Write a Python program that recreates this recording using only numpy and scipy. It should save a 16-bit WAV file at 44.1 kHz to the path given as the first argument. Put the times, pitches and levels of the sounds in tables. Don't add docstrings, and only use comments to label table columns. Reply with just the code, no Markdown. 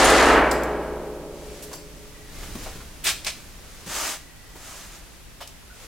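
import sys
import numpy as np
from scipy import signal
from scipy.fft import rfft, irfft, next_fast_len
from scipy.io import wavfile

SR = 44100
rng = np.random.default_rng(int(sys.argv[2]) if len(sys.argv) > 2 else 0)


def materialize(psi):
    bounded = np.clip(np.atleast_2d(psi).T, -1, 1)
    quanta = np.round(bounded * 32767).astype(np.int16)
    wavfile.write(sys.argv[1], SR, quanta)


N = 258847
TIME = np.arange(N) / SR
LEAD, RINGING = SR // 2, 3 * SR + SR // 2

# (frequency [Hz], relative level [dB], decay time T60 [s])
TANK_MODES = [(43.3, -41.5, 0.46), (60.1, -36, 3), (142.5, -49.5, 6), (167.1, -44, 4.73), (224.2, -43, 3.4),
              (244.5, -41.5, 1.7), (267.3, -43, 3), (287.6, -34.5, 0.35), (296, -46, 6.7),
              (315.7, -40, 2.4), (356, -36, 2.85), (418.3, -36, 3.9), (423.6, -37.5, 4.4),
              (521.5, -36, 2.93), (571, -40.5, 3.8), (593, -39.5, 3.63), (624, -40.5, 3), (650, -37.5, 1.5),
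              (665, -37, 0.87), (701, -40, 1.3), (733.5, -40, 1.7), (809, -38.5, 2.24), (943, -44, 2.6),
              (978, -49, 1.9), (1095, -59, 1.2), (1160, -55, 0.86), (1376, -43, 1.4), (1637, -38, 1.4),
              (1760, -63, 1.8), (2270, -47, 1.55)]
# (frequency [Hz], T60 [s])
RINGING_SPECTRUM = [(150, -27), (250, -1.5), (450, -1), (800, 1.5), (1400, 1.5), (2000, -1.5), (2800, -11),
                    (4000, -22), (7000, -30), (12000, -37)]
RINGING_T60 = [(170, 2.2), (430, 3.8), (700, 2.38), (1100, 1.81), (1800, 1.45), (3000, 1.5), (6000, 1.6)]
DAMPED_SPECTRUM = [(150, -23), (250, -5), (450, 0.5), (800, 0), (1400, -3), (2000, -4.5), (2800, -10.5),
                   (4000, -21), (8000, -45)]
DAMPED_T60 = [(200, 0.68), (1000, 0.67), (4000, 0.26)]
def tank(modes_db, ringing_db, damped_db, release_s=0.39, release_db_per_s=209):
    t = np.arange(-LEAD, RINGING) / SR
    pressure = from_db(-1 - release_db_per_s * np.maximum(t - release_s, 0))
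    force = fractures(len(t), per_s=2000, spread_db=3.0)[0] * pressure
    strong = sum(from_db(db + modes_db) * unit_rms(shell_mode(force, hz, t60)[LEAD:])
                 for hz, db, t60 in TANK_MODES)
    ringing = from_db(ringing_db) * dense_modes(force, RINGING_SPECTRUM, RINGING_T60, spacing_hz=5.0)
    damped = from_db(damped_db) * dense_modes(force, DAMPED_SPECTRUM, DAMPED_T60, spacing_hz=6.0)
    return np.pad(strong + ringing + damped, ((0, 0), (0, N - RINGING)))


def shell_mode(force, hz, t60):
    retained = from_db(-120 / (t60 * SR))
    energy = signal.lfilter([1], [1, -retained], force ** 2) + 1e-12
    drift = np.cumsum(force * rng.standard_normal(len(force)) / np.sqrt(2 * energy))
    return np.sqrt(energy) * np.sin(2 * np.pi * hz * np.arange(len(force)) / SR + drift)


def dense_modes(force, spectrum, t60s, spacing_hz, count=2500):
    size = 2 * SR
    bins = (np.arange(count) + rng.random(count)) * spacing_hz * size / SR
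    amplitudes = rng.uniform(0.55, 1, count) * np.exp(2j * np.pi * rng.random((2, count)))
    lines = np.zeros((2, size // 2 + 1), complex)
    lines[:, np.minimum(bins.astype(int), size // 2)] = amplitudes
    response = band_decay(shaped_stereo(irfft(lines, size), spectrum, diffuse=0), t60s)
    return unit_rms(signal.fftconvolve(force[None], response, axes=1)[:, LEAD:len(force)])


def chalk_speed(stop_s=0.43):
    return np.maximum(1 - (TIME / stop_s) ** 2, 0)


# (frequency [Hz], relative level [dB])
TIP_SPECTRUM = [(1500, -11), (2800, 2), (4000, 1), (5500, -2.5), (7000, -3.5), (10000, -9.5), (12500, -20),
                (14000, -24), (16000, -37)]
def chalk_tip(level_db=-22, surge_db=0.7, surge_s=0.0198):
    knots = np.arange(40) * surge_s
    surges = from_db(surge_db * np.interp(TIME, knots, rng.standard_normal(len(knots))))
    gain = from_db(level_db) * chalk_speed() ** 1.25 * surges
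    return friction(gain, TIP_SPECTRUM, per_s=3200, spread_db=1.0, diffuse=0)


# (time [s], level [dB], duration [s], centre [Hz], width [octaves])
SQUEAKS = [(.044, -24.5, .01, 9730, 0.17), (.049, -22.5, 0.0087, 6870, 0.061),
           (.069, -26, 0.0068, 7060, 0.1), (.098, -26.5, 0.0077, 8100, 0.33),
           (5.695, -54.5, 0.034, 1440, 0.07)]
def squeaks():
    return contacts(SQUEAKS, fade_s=0.0074, skirt_db=18)


# (touch time [s], bite time [s], fall [s], skim [dB], bite [dB], dust [dB])
PALM_PASSES = [(3.036, 3.066, 0.075, -22, -19, -28), (3.239, 3.264, 0.061, -33.5, -23, -42)]
# (frequency [Hz], relative level [dB])
RUST_SPECTRUM = [(120, -46), (200, -22), (380, -9), (448, -19), (623, -7), (986, -13), (1100, -5),
                 (1320, -9.5), (1650, -4.5), (1910, -6), (2380, -1.5), (8580, -9.5), (16000, -31)]
DUST_SPECTRUM = [(3000, -27), (8000, 0), (11000, -2), (16000, -4)]
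def hand(bite_rise_s=0.0031, dust_rise_s=0.0048, dust_fall_s=0.11):
    skims, bites, dust = [], [], []
    for touch, bite, fall, skim_db, bite_db, dust_db in PALM_PASSES:
        skims.append((touch, bite - touch, 0, fall, skim_db))
        bites.append((bite, bite_rise_s, 0, fall, bite_db))
        dust.append((touch + dust_rise_s / 2, dust_rise_s, 0, dust_fall_s, dust_db))
    rust_gain = np.hypot(motion_gain(skims, power=0.98), motion_gain(bites, power=1.45))
    dust_gain = motion_gain(dust, power=0.87)
    return (friction(rust_gain, RUST_SPECTRUM, per_s=16000, spread_db=3.0, diffuse=0.11)
            + friction(dust_gain, DUST_SPECTRUM, per_s=10000, spread_db=4.0, diffuse=0.2))


# (time [s], level [dB], duration [s], centre [Hz], width [octaves], coupling [dB])
CLICKS = [(.511, -27.5, 0.006, 7740, 0.17, -27), (0.5125, -29, 0.0072, 4750, 0.21, -13),
          (.513, -37.5, 0.02, 11000, 0.42, -16), (0.634, -31, 0.0019, 7700, 0.85, -4),
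          (1.623, -39, 0.021, 7860, 1, -6), (1.729, -38.5, 0.0088, 5850, 0.4, 3.5),
          (1.729, -44, 0.028, 11100, 0.62, 2), (2.634, -40, 0.0074, 6000, .8, -10),
          (3.247, -28, .001, 4440, 0.7, -8), (5.4746, -37.5, 0.0026, 5860, 0.63, -6)]
# (frequency [Hz], relative level [dB], T60 [s])
RULE_MODES = [(4540, -2, .2), (4470, -6, .22), (4915, 1, 0.13), (5140, 4.5, 0.11), (5930, -2, 0.2),
              (6070, -5, 0.19), (6230, -3, 0.23), (7560, 4, .15), (7740, -12, .12), (8100, -11, .15),
              (10450, -7, .16), (11220, -11, .14), (11935, -8, .12)]
def clicks(ring_db):
    direct = contacts([row[:5] for row in CLICKS], fade_s=0.0025, skirt_db=14)
    coupled = [(time, db + coupling_db, *shape) for time, db, *shape, coupling_db in CLICKS]
    force = contacts(coupled, fade_s=0.0029, skirt_db=12)
    tinkle = sum(from_db(db) * resonator(force, hz, t60) for hz, db, t60 in RULE_MODES)
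    return direct + from_db(ring_db) * tinkle


# (time [s], level [dB], duration [s], centre [Hz], width [octaves])
KNOCKS = [(1.712, -42, 0.029, 835, 0.9), (2.43, -40, 0.011, 1170, 1), (2.553, -30.5, 0.0062, 233, 0.52),
          (2.662, -34.5, 0.013, 666, 0.49), (2.755, -41, 0.013, 148, 0.71), (2.805, -44, 0.011, 1290, 0.89),
          (3.862, -36.5, 0.016, 110, 1), (4.555, -42.5, 0.0097, 450, 1), (5.404, -38.5, 0.016, 820, 0.67),
          (5.408, -41, 0.024, 3150, 0.77)]
def knocks():
    return contacts(KNOCKS, fade_s=0.0051, skirt_db=16.5)


# (start [s], rise [s], hold [s], fall [s], level [dB])
SCUFFS = [(3.855, .11, .12, .1, -28), (4.53, 0.16, 0.078, 0.21, -41.5), (4.87, .08, .01, .07, -46)]
# (frequency [Hz], relative level [dB])
SCUFF_SPECTRUM = [(71, -51), (120, -26), (147, -18), (308, -9.5), (348, -8), (385, -8), (463, -17),
                  (546, -7), (1290, -4), (1400, -6), (1520, -6), (4140, -10), (6770, -7), (16000, -21.5)]
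def shoes():
    gain = motion_gain(SCUFFS, power=0.83)
    return friction(gain, SCUFF_SPECTRUM, per_s=14000, spread_db=3.0, diffuse=0.041)


# (start [s], rise [s], hold [s], fall [s], cloth [dB], rumble [dB])
BODY_MOVES = [(1.281, 0.22, 0.13, 0.27, -47, -58), (1.7, 0.26, .3, 0.23, -53, -65),
              (2.253, 0.15, .15, 0.45, -43, -38.5), (2.56, 0.072, .01, 0.18, -42.5, -48),
              (2.75, 0.27, 0.37, 0.73, -50, -46), (3.55, 0.28, 0.034, 0.32, -47.5, -60),
              (4.3, 0.24, 0.54, 0.19, -54.5, -60), (5.714, 0.12, .01, 0.044, -46, -67)]
# (frequency [Hz], relative level [dB])
SLEEVE_SPECTRUM = [(100, -14), (400, 7.5), (1000, 4), (2200, 2.5), (4000, 0.5), (6500, 0.5), (10000, -4.5),
                   (16000, -14)]
def sleeve():
    gain = motion_gain([row[:5] for row in BODY_MOVES], power=0.76)
    return friction(gain, SLEEVE_SPECTRUM, per_s=12000, spread_db=2.5, diffuse=0.38)


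# (start [s], end [s], mean pitch [Hz], level [dB])
MOTOR_RUNS = [(2.137, 2.317, 1930, -52), (2.328, 2.45, 2110, -49), (4.157, 4.32, 1960, -53.5),
              (4.353, 4.64, 1940, -53.5)]
def lens_motor(steps_per_s=29.9, wander_hz=29.7):
    out = 0
    for start, end, hz, db in MOTOR_RUNS:
        steps = np.clip(TIME - start, 0, end - start) * steps_per_s
        pitch = hz + wander_hz * rng.standard_normal(32)[steps.astype(int)]
        pulses = (TIME < end) * np.sin(np.pi * steps) ** 2
        out = out + from_db(db) * pulses * np.sin(2 * np.pi * np.cumsum(pitch) / SR)
    return out


# (frequency [Hz], relative level [dB])
RUMBLE_SPECTRUM = [(15, -5), (32, -5), (45, -6.5), (70, -11), (130, -18), (300, -20.5), (900, -44)]
def rumble(arm_db=-38, background_db=-45, settle_db_per_s=1.5):
    body = motion_gain([(*timing, db) for *timing, _, db in BODY_MOVES], power=1.0)
    arm = from_db(arm_db) * chalk_speed()
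    background = from_db(background_db - settle_db_per_s * TIME)
    return np.sqrt(body ** 2 + arm ** 2 + background ** 2) * noise(N, RUMBLE_SPECTRUM, diffuse=0.1)


# (frequency [Hz], relative level [dB])
AIR_SPECTRUM = [(12, -68), (20, -2), (60, -0.5), (81, -12), (163, -11), (222, -19), (262, -17.5),
                (319, -19), (499, -20), (780, -22.5), (2670, -23.5), (2910, -25), (4300, -27),
                (12100, -31.5), (16000, -39)]
def room_air(level_db=-46):
    return from_db(level_db) * noise(N, AIR_SPECTRUM, diffuse=0.98)


# (frequency [Hz], T60 [s])
ROOM_T60 = [(100, 0.33), (1000, 0.3), (4000, 0.4), (14000, 0.32)]
def workshop(direct, wet_db):
    tail = band_decay(noise(SR // 2, [(100, -0.46), (16000, -1.5)], diffuse=0.21), ROOM_T60)
    tail = np.pad(tail, ((0, 0), (SR // 200, 0)))
    return direct + from_db(wet_db) * signal.fftconvolve(direct.mean(0)[None], tail, axes=1)[:, :N]


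def fractures(size, per_s, spread_db):
    occurs = rng.random((2, size)) < per_s / SR
    strength = from_db(spread_db * np.minimum(rng.exponential(1, (2, size)), 4))
    return occurs * strength * rng.choice([-1, 1], (2, size))


def friction(gain, spectrum, per_s, spread_db, diffuse):
    start, end = np.flatnonzero(gain)[[0, -1]]
    grains = shaped_stereo(fractures(end - start, per_s, spread_db), spectrum, diffuse)
    return gain * np.pad(grains, ((0, 0), (start, N - end)))


def motion_gain(moves, power):
    energy = 0
    for start, rise, hold, fall, db in moves:
        speed = np.clip(np.minimum((TIME - start) / rise, 1 - (TIME - start - rise - hold) / fall), 0, 1)
        energy = energy + (from_db(db) * speed ** power) ** 2
    return np.sqrt(energy)


def contacts(rows, fade_s, skirt_db):
    out, t = np.zeros((2, N + SR)), np.arange(SR // 4) / SR
    hz = np.geomspace(20, 20000, 300)
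    for time, db, duration, centre_hz, octaves in rows:
        resonance_db = -skirt_db * np.log10(1 + (np.log2(hz / centre_hz) / octaves) ** 2)
        burst = noise(len(t), np.column_stack([hz, resonance_db]), diffuse=0.11)
        attack = np.minimum(t / (duration / 10), 1)
        decay = np.exp(-np.maximum(t - duration, 0) / (fade_s + duration / 4))
        start = round(time * SR)
        out[:, start:start + len(t)] += from_db(db) * burst * attack * decay
    return out[:, :N]


def resonator(force, hz, t60):
    radius, angle = np.exp(-np.log(1000) / (t60 * SR)), 2 * np.pi * hz / SR
    return signal.lfilter([0, np.sin(angle)], [1, -2 * radius * np.cos(angle), radius ** 2], force + 1e-18)


def band_decay(sound, t60s):
    size = sound.shape[1]
    t, spectrum = np.arange(size) / SR, rfft(sound)
    half_octaves = 2 * np.log2(np.maximum(np.arange(size // 2 + 1) * SR / size, 1))
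    out = 0
    for k in range(13, 29):
        band = irfft(spectrum * np.maximum(1 - abs(half_octaves - k), 0), size)
        out = out + band * from_db(-60 * t / at_hz(t60s, 2 ** (k / 2)))
    return out / np.sqrt(np.sum(out ** 2) / 2)


# (frequency [Hz], side minus mid [dB])
FRONTAL_WIDTH = [(60, -11), (170, -29), (350, -20.5), (700, -19), (1400, -17), (2800, -12), (5600, -5.5),
                 (10000, -4), (14000, 0)]
DIFFUSE_WIDTH = [(60, -9), (170, 0), (700, -2), (1400, -3), (2800, -2.5), (5600, 0), (14000, 1.5)]
def shaped_stereo(pair, spectrum, diffuse):
    size = pair.shape[1]
    padded = next_fast_len(size, True)
    hz = np.arange(padded // 2 + 1) * SR / padded
    mid, side = rfft(pair, padded) * from_db(at_hz(spectrum, hz)) * (hz > 12)
    side = side * from_db((1 - diffuse) * at_hz(FRONTAL_WIDTH, hz) + diffuse * at_hz(DIFFUSE_WIDTH, hz))
    return unit_rms(irfft(np.array([mid + side, mid - side]), padded)[:, :size])


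def noise(size, spectrum, diffuse):
    return shaped_stereo(rng.standard_normal((2, size)), spectrum, diffuse)


def at_hz(points, hz):
    freqs, values = np.transpose(points)
    return np.interp(np.log(np.maximum(hz, 1)), np.log(freqs), values)


def from_db(db):
    return 10 ** (np.asarray(db) / 20)


def unit_rms(x):
    return x / np.sqrt(np.mean(x ** 2) + 1e-20)


def scene():
    steel = tank(modes_db=-3.5, ringing_db=-28.5, damped_db=-25.5)
    rustle = shoes() + sleeve()
    transients = clicks(ring_db=-41.0) + knocks() + squeaks()
    air = room_air()
    near = chalk_tip() + workshop(hand() + rustle, wet_db=-7.5) + workshop(transients, wet_db=-5.0)
    return steel + near + rumble() + air + lens_motor()


def record(dry):
    return signal.sosfilt(signal.ellip(12, 0.1, 90, 15900, fs=SR, output="sos"), dry)


dry = scene()
out = record(dry)
materialize(out)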